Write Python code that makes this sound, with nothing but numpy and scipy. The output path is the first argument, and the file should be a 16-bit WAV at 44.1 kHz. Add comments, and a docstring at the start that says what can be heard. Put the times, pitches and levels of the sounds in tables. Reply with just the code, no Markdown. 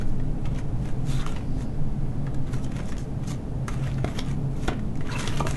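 """A stapled booklet is leafed through by hand above a wooden table in a small room.
From the first moment sheets slide and crinkle as shaped noise, and bent edges snap as bursts of crackle.
After a second, edges chafe as short wavering tones and the wad first flops, a blow ringing several modes.
Past three and a half seconds the snaps and flops grow firmer, and they crowd together near the end.
Under it all run a ventilation hum of wavering and narrow tones, air noise and a deep rumble."""
import sys
import numpy as np
from scipy import signal
from scipy.fft import rfft, irfft, next_fast_len
from scipy.io import wavfile
from scipy.ndimage import uniform_filter1d, map_coordinates

SR = 44100
rng = np.random.default_rng(int(sys.argv[2]) if len(sys.argv) > 2 else 0)


def waveform_to_disk(signal):
    """Save audio, clipped to [-1, 1], as 16-bit WAV at the path in sys.argv[1]."""
    frames = np.transpose(np.atleast_2d(signal))
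    scaled = np.clip(frames, -1, 1) * 32767
    samples = np.round(scaled).astype(np.int16)
    wavfile.write(sys.argv[1], SR, samples)


N = 245498  # length [samples]

# strongest hum tone, before its trim and flutter: (time [s], level [dB])
DRONE_LEVEL = [(0.0, -50), (0.14, -32.5), (1.69, -37.5), (1.71, -41), (1.81, -27), (1.89, -43),
               (2.0, -28.5), (2.47, -31.5), (2.5, -44), (2.56, -28), (2.63, -40.5), (2.77, -31.5),
               (2.95, -44.5), (3.18, -27), (3.26, -42), (3.32, -32), (3.42, -45.5), (3.63, -27.5),
               (3.69, -49), (3.81, -22), (3.91, -33.5), (4.0, -25), (4.11, -39.5), (4.5, -27), (4.57, -39),
               (4.93, -47), (5.01, -26), (5.05, -45), (5.19, -31), (5.32, -41.5), (5.4, -28.5),
               (5.57, -33.5)]
# weaker hum lines: (frequency [Hz], width [Hz], level [dB])
HUM_LINES = [(49.7, 34, -37), (122.5, 9.8, -39), (172.9, 12.5, -45.5), (211, 11.5, -45), (253.65, 6.1, -45),
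             (298, 20, -48), (430.6, 14, -52.5)]
# colour of the air noise: (frequency [Hz], relative density [dB per Hz])
AIR_SPECTRUM = [(30, -9.5), (60, -9.5), (105, 2.5), (155, -3.5), (260, -5.5), (350, -14.5), (560, -18),
                (760, -19.5), (1000, -27.5), (2000, -37.5), (3300, -43), (4500, -46), (6200, -49),
                (11500, -51.5)]
# colour of the deep rumble: (frequency [Hz], relative density [dB per Hz])
RUMBLE_SPECTRUM = [(1, -18), (4, -11), (8, 0), (16, -1), (22, -8), (28, -16), (45, -20), (90, -50),
                   (400, -120)]
# loudness of the deep rumble: (time [s], level [dB])
RUMBLE_LEVEL = [(0, -23), (2.3, -25), (3.4, -32.5), (5.57, -29.5)]
# decay of the room's tail: (frequency [Hz], t60 [s])
ROOM_DECAY = [(200, 0.1), (900, 0.24), (2200, 0.27), (5000, 0.14), (11000, 0.1)]
# a sheet sliding over its neighbour, levels before the trims:
# (fastest moment [s], rise [s], fall [s], papery body [dB], edge hiss over the body [dB])
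STROKES = [(0.01, 0.025, 0.021, -49.5, -4), (0.09, 0.04, 0.03, -63, 6), (0.46, 0.011, 0.014, -41, -12.5),
           (0.59, 0.064, .02, -44, -11), (0.855, 0.051, 0.077, -49.5, -6), (1.12, 0.041, 0.059, -42, -0.5),
           (1.205, 0.05, .03, -40, -6), (1.28, 0.014, 0.091, -42, -7.5), (1.62, 0.046, 0.019, -49.5, -1),
           (2.475, 0.011, 0.033, -49, -9), (2.54, 0.026, 0.048, -44, -5), (2.64, 0.022, 0.015, -53, 3),
           (2.775, 0.06, .05, -45, -7), (2.885, 0.038, 0.032, -49, 0), (3.0, 0.02, 0.034, -51.5, 2),
           (3.235, 0.012, .03, -45.5, -10), (3.285, 0.012, 0.028, -45.5, 4.5),
           (3.315, 0.02, 0.031, -41.5, -3), (3.71, 0.016, 0.078, -44.5, -5.5),
           (3.85, 0.055, 0.11, -42, -10), (4.11, 0.076, .06, -46, -7), (4.19, 0.043, 0.033, -40, -5.5),
           (4.3, 0.076, 0.034, -45, -7), (4.65, 0.073, 0.024, -45, -3), (4.70, .012, 0.055, -41, -18),
           (5.13, 0.048, 0.02, -35, -9.5), (5.165, 0.023, 0.018, -38, -10),
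           (5.197, 0.014, 0.064, -32.5, -2.5), (5.28, 0.054, 0.085, -37.5, -5.5),
           (5.39, 0.05, 0.028, -42, -5), (5.485, 0.035, 0.05, -42, -1.5), (5.56, 0.079, .08, -42, -5)]
# colour of the sheet's papery body: (frequency [Hz], relative density [dB per Hz])
BODY_SPECTRUM = [(150, -32), (300, -0.5), (600, 4.5), (900, -1.5), (1250, 0.5), (1650, -4), (2200, -3.5),
                 (2900, -8.5), (3500, -12), (4600, -25), (8000, -58), (13000, -77)]
# colour of the sheet edge's hiss: (frequency [Hz], relative density [dB per Hz])
HISS_SPECTRUM = [(500, -60), (2000, -16), (3600, -2), (5000, -2.5), (6400, 2), (7300, 0), (8200, -2.5),
                 (10000, -4.5), (11600, -4), (13000, -60)]
# an edge chafing with a faint squeak: (centre time [s], length scale [s], pitch [Hz], level [dB], width [Hz])
CHAFES = [(1.14, 0.072, 3620, -47.5, 700), (1.207, 0.019, 3620, -43, 895), (1.214, 0.07, 1259, -46.5, 479),
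          (1.566, 0.27, 4770, -65.5, 795), (2.917, 0.017, 5500, -53, 500), (3.306, 0.023, 6540, -51, 1104),
          (4.192, 0.0025, 5060, -31, 900), (5.096, 0.01, 1510, -40, 130), (5.123, 0.019, 4100, -42.5, 550),
          (5.13, 0.021, 2680, -47, 160), (5.159, 0.0098, 2680, -35.5, 139.5),
          (5.184, 0.13, 1120, -43.5, 481), (5.21, 0.04, 3750, -45, 902), (5.248, 0.012, 1940, -41, 399)]
# modes of the wad, before the grip shifts them: (frequency [Hz], width [Hz], level [dB])
WAD_MODES = [(252, 116, 8.5), (390, 280, 6.5), (700, 117, 4.5), (1100, 214, 1.5), (1350, 360, -7),
             (1850, 790, -18), (2500, 900, -26)]
# the wad flopping against the hand:
# (time [s], ring [dB], push [dB], push width [s], ring pitch [Hz], t60 [s], mode shift by the grip [ratio])
FLOPS = [(1.2635, -32.5, -45, 0.00054, 1350, 0.008, 1.05), (2.272, -46, -48, .001, 1000, 0.05, 1.07),
         (2.535, -42, -43, .001, 800, 0.045, 0.9), (2.766, -48, -48, 0.00089, 700, 0.046, 1.26),
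         (2.797, -35.5, -48, .001, 415, 0.06, 1.3), (3.682, -35, -28, 0.0008, 1300, 0.05, 1.13),
         (4.0445, -31, -10, 0.0007, 700, 0.011, 0.97), (4.682, -27, -12, 0.0014, 1250, 0.015, 1.15),
         (4.688, -30, -19, 0.0012, 600, 0.066, 0.99), (4.7185, -36, -19, 0.00085, 400, 0.04, 0.74),
         (5.274, -33.5, -32, .001, 450, 0.048, 1.16), (5.402, -28.5, -26, 0.00085, 850, 0.022, 0.976),
         (5.4054, -24.5, -28, 0.00072, 930, 0.018, 1), (5.414, -34, -23, 0.002, 400, 0.1, 1.04),
         (5.45, -29, -34, 0.0012, 420, 0.14, 0.99), (5.469, -34.5, -32, .0007, 796, 0.034, 1),
         (5.5097, -41, -38, 0.00048, 1100, 0.035, 1.06)]
# page edges snapping off the thumb, before the common trim and tilt:
# (time [s], level [dB], ring of the bend [Hz], treble share [dB], t60 [s])
SNAPS = [(0.013, -31, 1480, -17, 0.013), (0.022, -39.5, 1700, -21, .016), (0.198, -38.5, 1870, -32, 0.033),
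         (0.455, -39, 3300, -25, 0.04), (0.586, -35.5, 1940, -16, 0.084), (0.855, -36, 1600, -23, 0.042),
         (0.888, -37.5, 1700, -15, 0.034), (1.2638, -33.5, 3020, -13, 0.017),
         (1.2733, -37.5, 3330, -23, 0.02), (1.358, -40, 2200, -22, .03), (1.363, -31, 2660, -34, 0.051),
         (1.408, -42, 2300, -32, 0.033), (1.607, -39, 1930, -28, 0.025), (2.267, -35, 1690, -27, 0.014),
         (2.276, -37, 1680, -32, 0.016), (2.345, -39, 1750, -12, 0.025), (2.466, -47, 1900, -26, .02),
         (2.479, -45, 1900, -24, .012), (2.492, -50, 2100, -18, .01), (2.5338, -36.5, 1480, -9, .035),
         (2.6447, -39.5, 3300, -15, .016), (2.6638, -35.5, 1800, -20, 0.035),
         (2.719, -38.5, 1800, -16, .02), (2.765, -37, 1960, -14, .012), (2.7696, -38.5, 2500, -20, .016),
         (2.7906, -33, 2000, -22, 0.028), (2.802, -34, 2040, -25, 0.028), (2.8564, -48, 3600, 1, 0.012),
         (2.8903, -37, 1870, -12, 0.02), (2.9213, -32, 1800, -21, 0.055), (2.9522, -51, 2880, -21, 0.012),
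         (2.9673, -40, 2450, -22, 0.017), (2.9819, -38, 3220, -14, 0.015), (3.681, -27, 1800, -8, 0.046),
         (3.6885, -30, 1910, -28, 0.041), (3.9817, -33, 1500, -21, 0.052), (4.0454, -27, 2170, -25, 0.016),
         (4.078, -29, 2000, -32, 0.016), (4.085, -35, 1900, -27, 0.022), (4.187, -26.5, 2140, -27, 0.036),
         (4.1911, -25.5, 3480, -22, 0.015), (4.3119, -38, 2200, -15, 0.023),
         (4.678, -29.5, 3200, -17, 0.016), (4.683, -29, 2780, -24, 0.021), (4.689, -25, 1850, -36, .03),
         (4.701, -39, 2300, -32, .03), (4.7125, -43, 2000, -25, 0.018), (4.722, -42, 2100, -38, .025),
         (4.793, -38, 2000, -23, 0.035), (4.955, -40, 2100, -14, 0.015), (4.973, -43.5, 2100, -15, .015),
         (5.008, -34, 2010, -27, 0.059), (5.06, -43, 1900, -34, .025), (5.072, -35, 2400, -25, .03),
         (5.1698, -30, 1400, -32, 0.018), (5.241, -28.5, 1990, -34, 0.026), (5.2753, -23, 3440, -23, 0.027),
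         (5.294, -36, 3120, -29, .018), (5.3725, -29.5, 3300, -19, 0.038), (5.383, -34, 2850, -34, 0.017),
         (5.3968, -29.5, 2370, -13, 0.038), (5.469, -24.5, 2740, -23, 0.013),
         (5.4767, -33, 1600, -30, 0.024), (5.5098, -27, 2500, -12, 0.014), (5.5406, -34, 1450, -20, .025)]
# common colour of a snapping edge: (frequency [Hz], relative density [dB per Hz])
EDGE_SPECTRUM = [(200, 14), (600, 1.5), (1300, 2.5), (2200, 4), (3400, 5), (4600, 2), (6500, 8.5),
                 (8500, 2), (11500, -1), (14000, -39)]

TOP_HZ = 11680  # upper limit of the sound
STROKE_SHAPE = 1.2  # exponent of rise and fall: low = pointed, high = rounded
HOLD_BODY_DB, HOLD_HISS_DB = -69, -68.5  # before trims: fingers never rest quite still on the paper
# a tighter bend rings higher and has less low-mid body
BEND_HZ, FULLNESS_DB, THINNING_DB_PER_OCTAVE = 1800, 12.5, 13.5
TICKS_PER_S, TICK_DB, TICK_SPREAD_DB = 26, -0.5, 2  # small creases, levels over the rub that bends them
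CREASE_HZ = 2500  # typical ring of a small crease
# a firm snap starts at once; the attack doubles for each step softer
FIRM_DB, FIRM_ATTACK_S, SOFTER_DB = -34, 0.00016, 8
DRAG_S, DRAG_DB = 0.0059, -16.5  # the edge drags ever harder just before it springs free
CRACK_DELAY_S, CRACK_SHARE = 0.0006, 0.42  # one clean crack on the next sheet, sized against the crackle


def amp(db):
    """Decibels to amplitude."""
    return 10 ** (np.asarray(db) / 20)


def unit(x):
    """x at rms 1."""
    return x / np.sqrt(np.mean(x ** 2) + 1e-20)


def along(points, hz):
    """Read (Hz, value) points on a log frequency axis."""
    f, v = np.transpose(points)
    return np.interp(np.log(hz + 1), np.log(f + 1), v)


def curve(points):
    """One value per sample through (s, value) points."""
    s, values = np.transpose(points)
    return np.interp(np.arange(N) / SR, s, values)


def wobble(rate):
    """A smooth random curve, rate knots a second."""
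    knots = rng.standard_normal(int(N * rate / SR) + 4)
    return map_coordinates(knots, [np.arange(N) * rate / SR])


def filtered(x, response):
    """x times a complex response of frequency."""
    m = next_fast_len(len(x) + 8192)
    spectrum = rfft(x, m) * response(np.fft.rfftfreq(m, 1 / SR))
    return irfft(spectrum, m)[:len(x)]


def causal(gain):
    """The minimum-phase response with this gain: nothing sounds before the blow."""
    cepstrum = irfft(np.log(np.maximum(gain, 1e-6)))
    half = len(cepstrum) // 2
    cepstrum[1:half] *= 2
    cepstrum[half + 1:] = 0
    return np.exp(rfft(cepstrum))


def coloured(x, spectrum):
    """x shaped by the given spectrum, at rms 1."""
    return unit(filtered(x, lambda hz: amp(along(spectrum, hz))))


def narrow(centre, width):
    """Noise of rms 1 in one resonance."""
    return unit(filtered(rng.standard_normal(N), lambda hz: 1 / (1 + ((hz - centre) / width * 2) ** 2)))


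def add(track, s, x):
    """Mix x into the track at s seconds."""
    i = max(round(s * SR), 0)
    track[i:i + len(x)] += x[:max(len(track) - i, 0)]


def ventilation(drone_hz=138.25, waver_hz=3.51, flutter_db=2.5, drone_trim_db=-1.5):
    """A wavering, fluttering tone and weaker hum lines over broad air noise and a deep rumble."""
    pitch = drone_hz + waver_hz * wobble(15)
    flutter = unit(wobble(6) + wobble(13))
    drone_gain = amp(curve(DRONE_LEVEL) + drone_trim_db + flutter_db * flutter)
    drone = drone_gain * np.sqrt(2) * np.sin(2 * np.pi * np.cumsum(pitch) / SR)
    hum = sum(amp(db) * narrow(hz, width) for hz, width, db in HUM_LINES)
    air = amp(-34.0) * coloured(rng.standard_normal(N), AIR_SPECTRUM)
    rumble = amp(curve(RUMBLE_LEVEL)) * coloured(rng.standard_normal(N), RUMBLE_SPECTRUM)
    return drone + hum + air + rumble


def room(x):
    """The walls' answer: a noise tail whose decay depends on frequency, quickest at both ends."""
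    hz, t, z = signal.stft(rng.standard_normal(SR // 2), SR, nperseg=256)
    decay = amp(-60 * t / along(ROOM_DECAY, hz)[:, None])
    tail = signal.istft(z * decay, SR, nperseg=256)[1]
    delayed_tail = np.pad(tail / np.linalg.norm(tail), (SR // 250, 0))  # 4 ms to the walls
    return signal.fftconvolve(x, delayed_tail)[:N]


def table_top(x, echo_db=-10, delay_s=0.0023, sway=0.165):
    """The wood below returns a duller echo; its delay sways as the booklet is waved about."""
    delay = delay_s * np.exp(sway * wobble(6))
    dull = filtered(x, lambda hz: 1 / (1 + 1j * hz / 6000))
    echo = map_coordinates(dull, [np.arange(N) - delay * SR])
    return x + amp(echo_db) * echo


def rubbing():
    """Gains of body and hiss: each stroke speeds up and slows down, and strokes add in power."""
    t = np.arange(N) / SR
    body, hiss = amp(HOLD_BODY_DB) ** 2, amp(HOLD_HISS_DB) ** 2
    for s, rise, fall, db, hiss_db in STROKES:
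        speed = np.exp(-np.maximum((s - t) / rise, (t - s) / fall) ** STROKE_SHAPE)
        body = body + (amp(db) * speed) ** 2
        hiss = hiss + (amp(db + hiss_db) * speed) ** 2
    return np.sqrt(body), np.sqrt(hiss)


def friction(catch_rate, spread_db, smooth):
    """Fibres catching and letting go: tiny clicks of uneven size over a smooth rub."""
    sizes = amp(spread_db * np.minimum(rng.exponential(size=N), 4))
    catches = (rng.random(N) < catch_rate / SR) * sizes
    return unit(catches * rng.standard_normal(N)) + smooth * rng.standard_normal(N)


def patchy(x, depth_db):
    """A bending sheet favours ever-changing frequencies."""
    z = signal.stft(x, nperseg=512)[2]
    field = uniform_filter1d(rng.standard_normal(z.shape), size=5, axis=0)  # smooth across frequency
    field = uniform_filter1d(field, size=9, axis=1)  # and over time
    return signal.istft(z * amp(depth_db * unit(field)), nperseg=512)[1][:N]


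def creases(rate, spread_db, centre_hz, cycles):
    """Small kinks popping in the sheets: each rings for a few cycles at its own pitch."""
    u = rng.random((int(rate * N / SR), 4))
    start = (u[:, 0] * N).astype(int)
    size = amp(-spread_db * np.log(.02 + u[:, 1]))
    hz = centre_hz * 2 ** (3 * (u[:, 2:3] - .5))
    t = np.arange(SR // 100) / SR
    decay = np.exp(-t * hz / (cycles * (.5 + u[:, 3:])))
    pops = size[:, None] * np.sin(2 * np.pi * hz * t) * decay
    pops *= hz / centre_hz  # tight kinks pop higher and harder
    places = start[:, None] + np.arange(len(t))
    return unit(np.bincount(places.ravel(), pops.ravel())[:N])


def jerks(slips_per_s=90, relax_s=0.0059, spread_db=2.0, share=0.29):
    """Stick and slip: the rub leaps up at each slip and then relaxes; the gain has rms 1."""
    sizes = amp(spread_db * np.minimum(rng.exponential(size=N), 2)) ** 2
    slips = (rng.random(N) < slips_per_s / SR) * sizes
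    power = signal.lfilter([1], [1, -np.exp(-1 / (relax_s * SR))], slips)
    return np.sqrt(1 - share + share * power / power.mean())


def slide(body_trim_db=-3.5, hiss_trim_db=-3):
    """Sheets rub in small jerks; the face crinkles and gives the body, the edge a smoother hiss."""
    body_gain, hiss_gain = rubbing()
    pressure_db = wobble(45)
    rub = patchy(unit(friction(catch_rate=2200, spread_db=3.3, smooth=.8)), depth_db=2.1)
    crinkle = creases(rate=1200, spread_db=3.2, centre_hz=2600, cycles=3.2)
    body = body_gain * amp(body_trim_db) * coloured(rub + crinkle, BODY_SPECTRUM)
    hiss = hiss_gain * amp(hiss_trim_db) * coloured(rub + 0.16 * crinkle, HISS_SPECTRUM)
    jerk = jerks()
    return amp(pressure_db) * (jerk * body + np.sqrt(jerk) * hiss)


def chafes(sag_octaves=0.02, rough=0.41):
    """A dragged edge sings, from rasp to thin squeak; its pitch trembles and sags as it unbends."""
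    t, out = np.arange(N) / SR, np.zeros(N)
    for s, length, hz, db, width in CHAFES:
        progress = np.clip((t - s) / length, -4, 4)
        pitch = hz * 2 ** (-sag_octaves * progress) + width / 2 * wobble(2 * width)
        squeak = (1 + rough * wobble(width)) * np.sin(2 * np.pi * np.cumsum(pitch) / SR)
        out += amp(db) * np.exp(-2 * progress ** 2) * unit(squeak)
    return out


def wad_response(f):
    """The wad's modes as resonances of alternating sign."""
    return sum((-1) ** k * amp(db) * 1j * f * w / (c * c - f * f + 1j * f * w)
               for k, (c, w, db) in enumerate(WAD_MODES))


def flops(attack=0.0013, focus_db=7, patter=0.84, clap_db=-11, clap_t60=0.024):
    """The wad claps, shoves a puff of air and rings briefly, strongest near the pitch set by the grip."""
    out, t = np.zeros(N), np.arange(SR // 5) / SR
    onset = SR // 125  # levels are set over the first 8 ms
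    for s, db, push_db, width, pitch, t60, shift in FLOPS:
        # one firm blow, then the loose sheets patter down after it
        sheets = rng.standard_normal(len(t)) * amp(-60 * t / t60) * (1 - np.exp(-t / attack))
        slaps = (t == 0) + patter * sheets / np.linalg.norm(sheets)
        focus = lambda f: causal(amp(-focus_db * np.abs(np.log2((f + 50) / pitch))))
        ring = filtered(slaps, lambda f: wad_response(f / shift) * focus(f))
        clap_noise = rng.standard_normal(len(t)) * amp(-60 * t / clap_t60)
        clap = filtered(clap_noise, lambda f: 1 / (1 + 1j * f / (2 * pitch)) ** 2)
        push = -(t / width) ** 2 * np.exp(1 - (t / width) ** 2)
        blow = ring / np.std(ring[:onset]) + amp(clap_db) * clap / np.std(clap[:onset])
        add(out, s, amp(db) * blow + amp(push_db) * push)
    return out


def stray_ticks(treble_db=-28, spread_octaves=0.55, t60=0.0087):
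    """Small creases pop at random, oftener and harder the faster the sheets slide; rows as in SNAPS."""
    body_gain, _ = rubbing()
    count = int(TICKS_PER_S * N / SR)
    effort = np.cumsum(body_gain ** .7)
    starts = np.searchsorted(effort, rng.random(count) * effort[-1])
    ticks = []
    for i, (a, b) in zip(starts, rng.standard_normal((count, 2))):
        level_db = 20 * np.log10(body_gain[i]) + TICK_DB + TICK_SPREAD_DB * a
        ticks.append((i / SR, level_db, CREASE_HZ * 2 ** (spread_octaves * b), treble_db, t60))
    return ticks


def snaps(tilt=0.84, level_db=-5.5, ring_db=8.0, ring_octaves=0.17):
    """A bent edge drags, then springs free: a burst of crackle coloured by the ring of its own bend."""
    lead = SR // 20  # room for the drag before the snap
    out, t = np.zeros(N + lead), np.arange(-lead, SR // 6) / SR
    after = np.maximum(t, 0)
    for s, db, ring_hz, treble_db, t60 in SNAPS + stray_ticks():
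        attack = FIRM_ATTACK_S * 2 ** ((FIRM_DB - db) / SOFTER_DB)
        spring = amp(-60 * after / t60) * (1 - np.exp(-after / attack))
        drag = amp(DRAG_DB) * np.exp(-np.abs(t) / DRAG_S)
        envelope = np.where(t < 0, drag, np.maximum(spring / spring.max(), drag))
        burst = rng.standard_normal(len(t)) * envelope
        burst[lead + round(CRACK_DELAY_S * SR)] += CRACK_SHARE * np.linalg.norm(burst)
        low_db = FULLNESS_DB - THINNING_DB_PER_OCTAVE * np.log2(ring_hz / BEND_HZ)
        lean = [(1300, low_db), (3300, 0), (7500, tilt * (treble_db + 12.5))]  # (Hz, dB)
        bend = lambda hz: ring_db / (1 + (np.log2((hz + 1) / ring_hz) / ring_octaves) ** 2)
        colour = lambda hz: causal(amp(along(EDGE_SPECTRUM, hz) + along(lean, hz) + bend(hz)))
        snap = filtered(burst, colour)
        # the level is set over the first 8 ms of the snap
        add(out, s, amp(db + level_db) * snap / np.std(snap[lead:lead + SR // 125]))
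    return out[lead:]


def scene():
    """Paper above the table, its room echo and the ventilation."""
    paper = table_top(slide() + chafes() + snaps() + flops())
    return (paper + amp(-11) * room(paper) + ventilation())[None]


def record(dry):
    """A very steep low-pass closes the top of the band."""
    return np.array([filtered(x, lambda hz: 1 / (1 + (hz / TOP_HZ) ** 240)) for x in dry])


dry = scene()
out = record(dry)
waveform_to_disk(out)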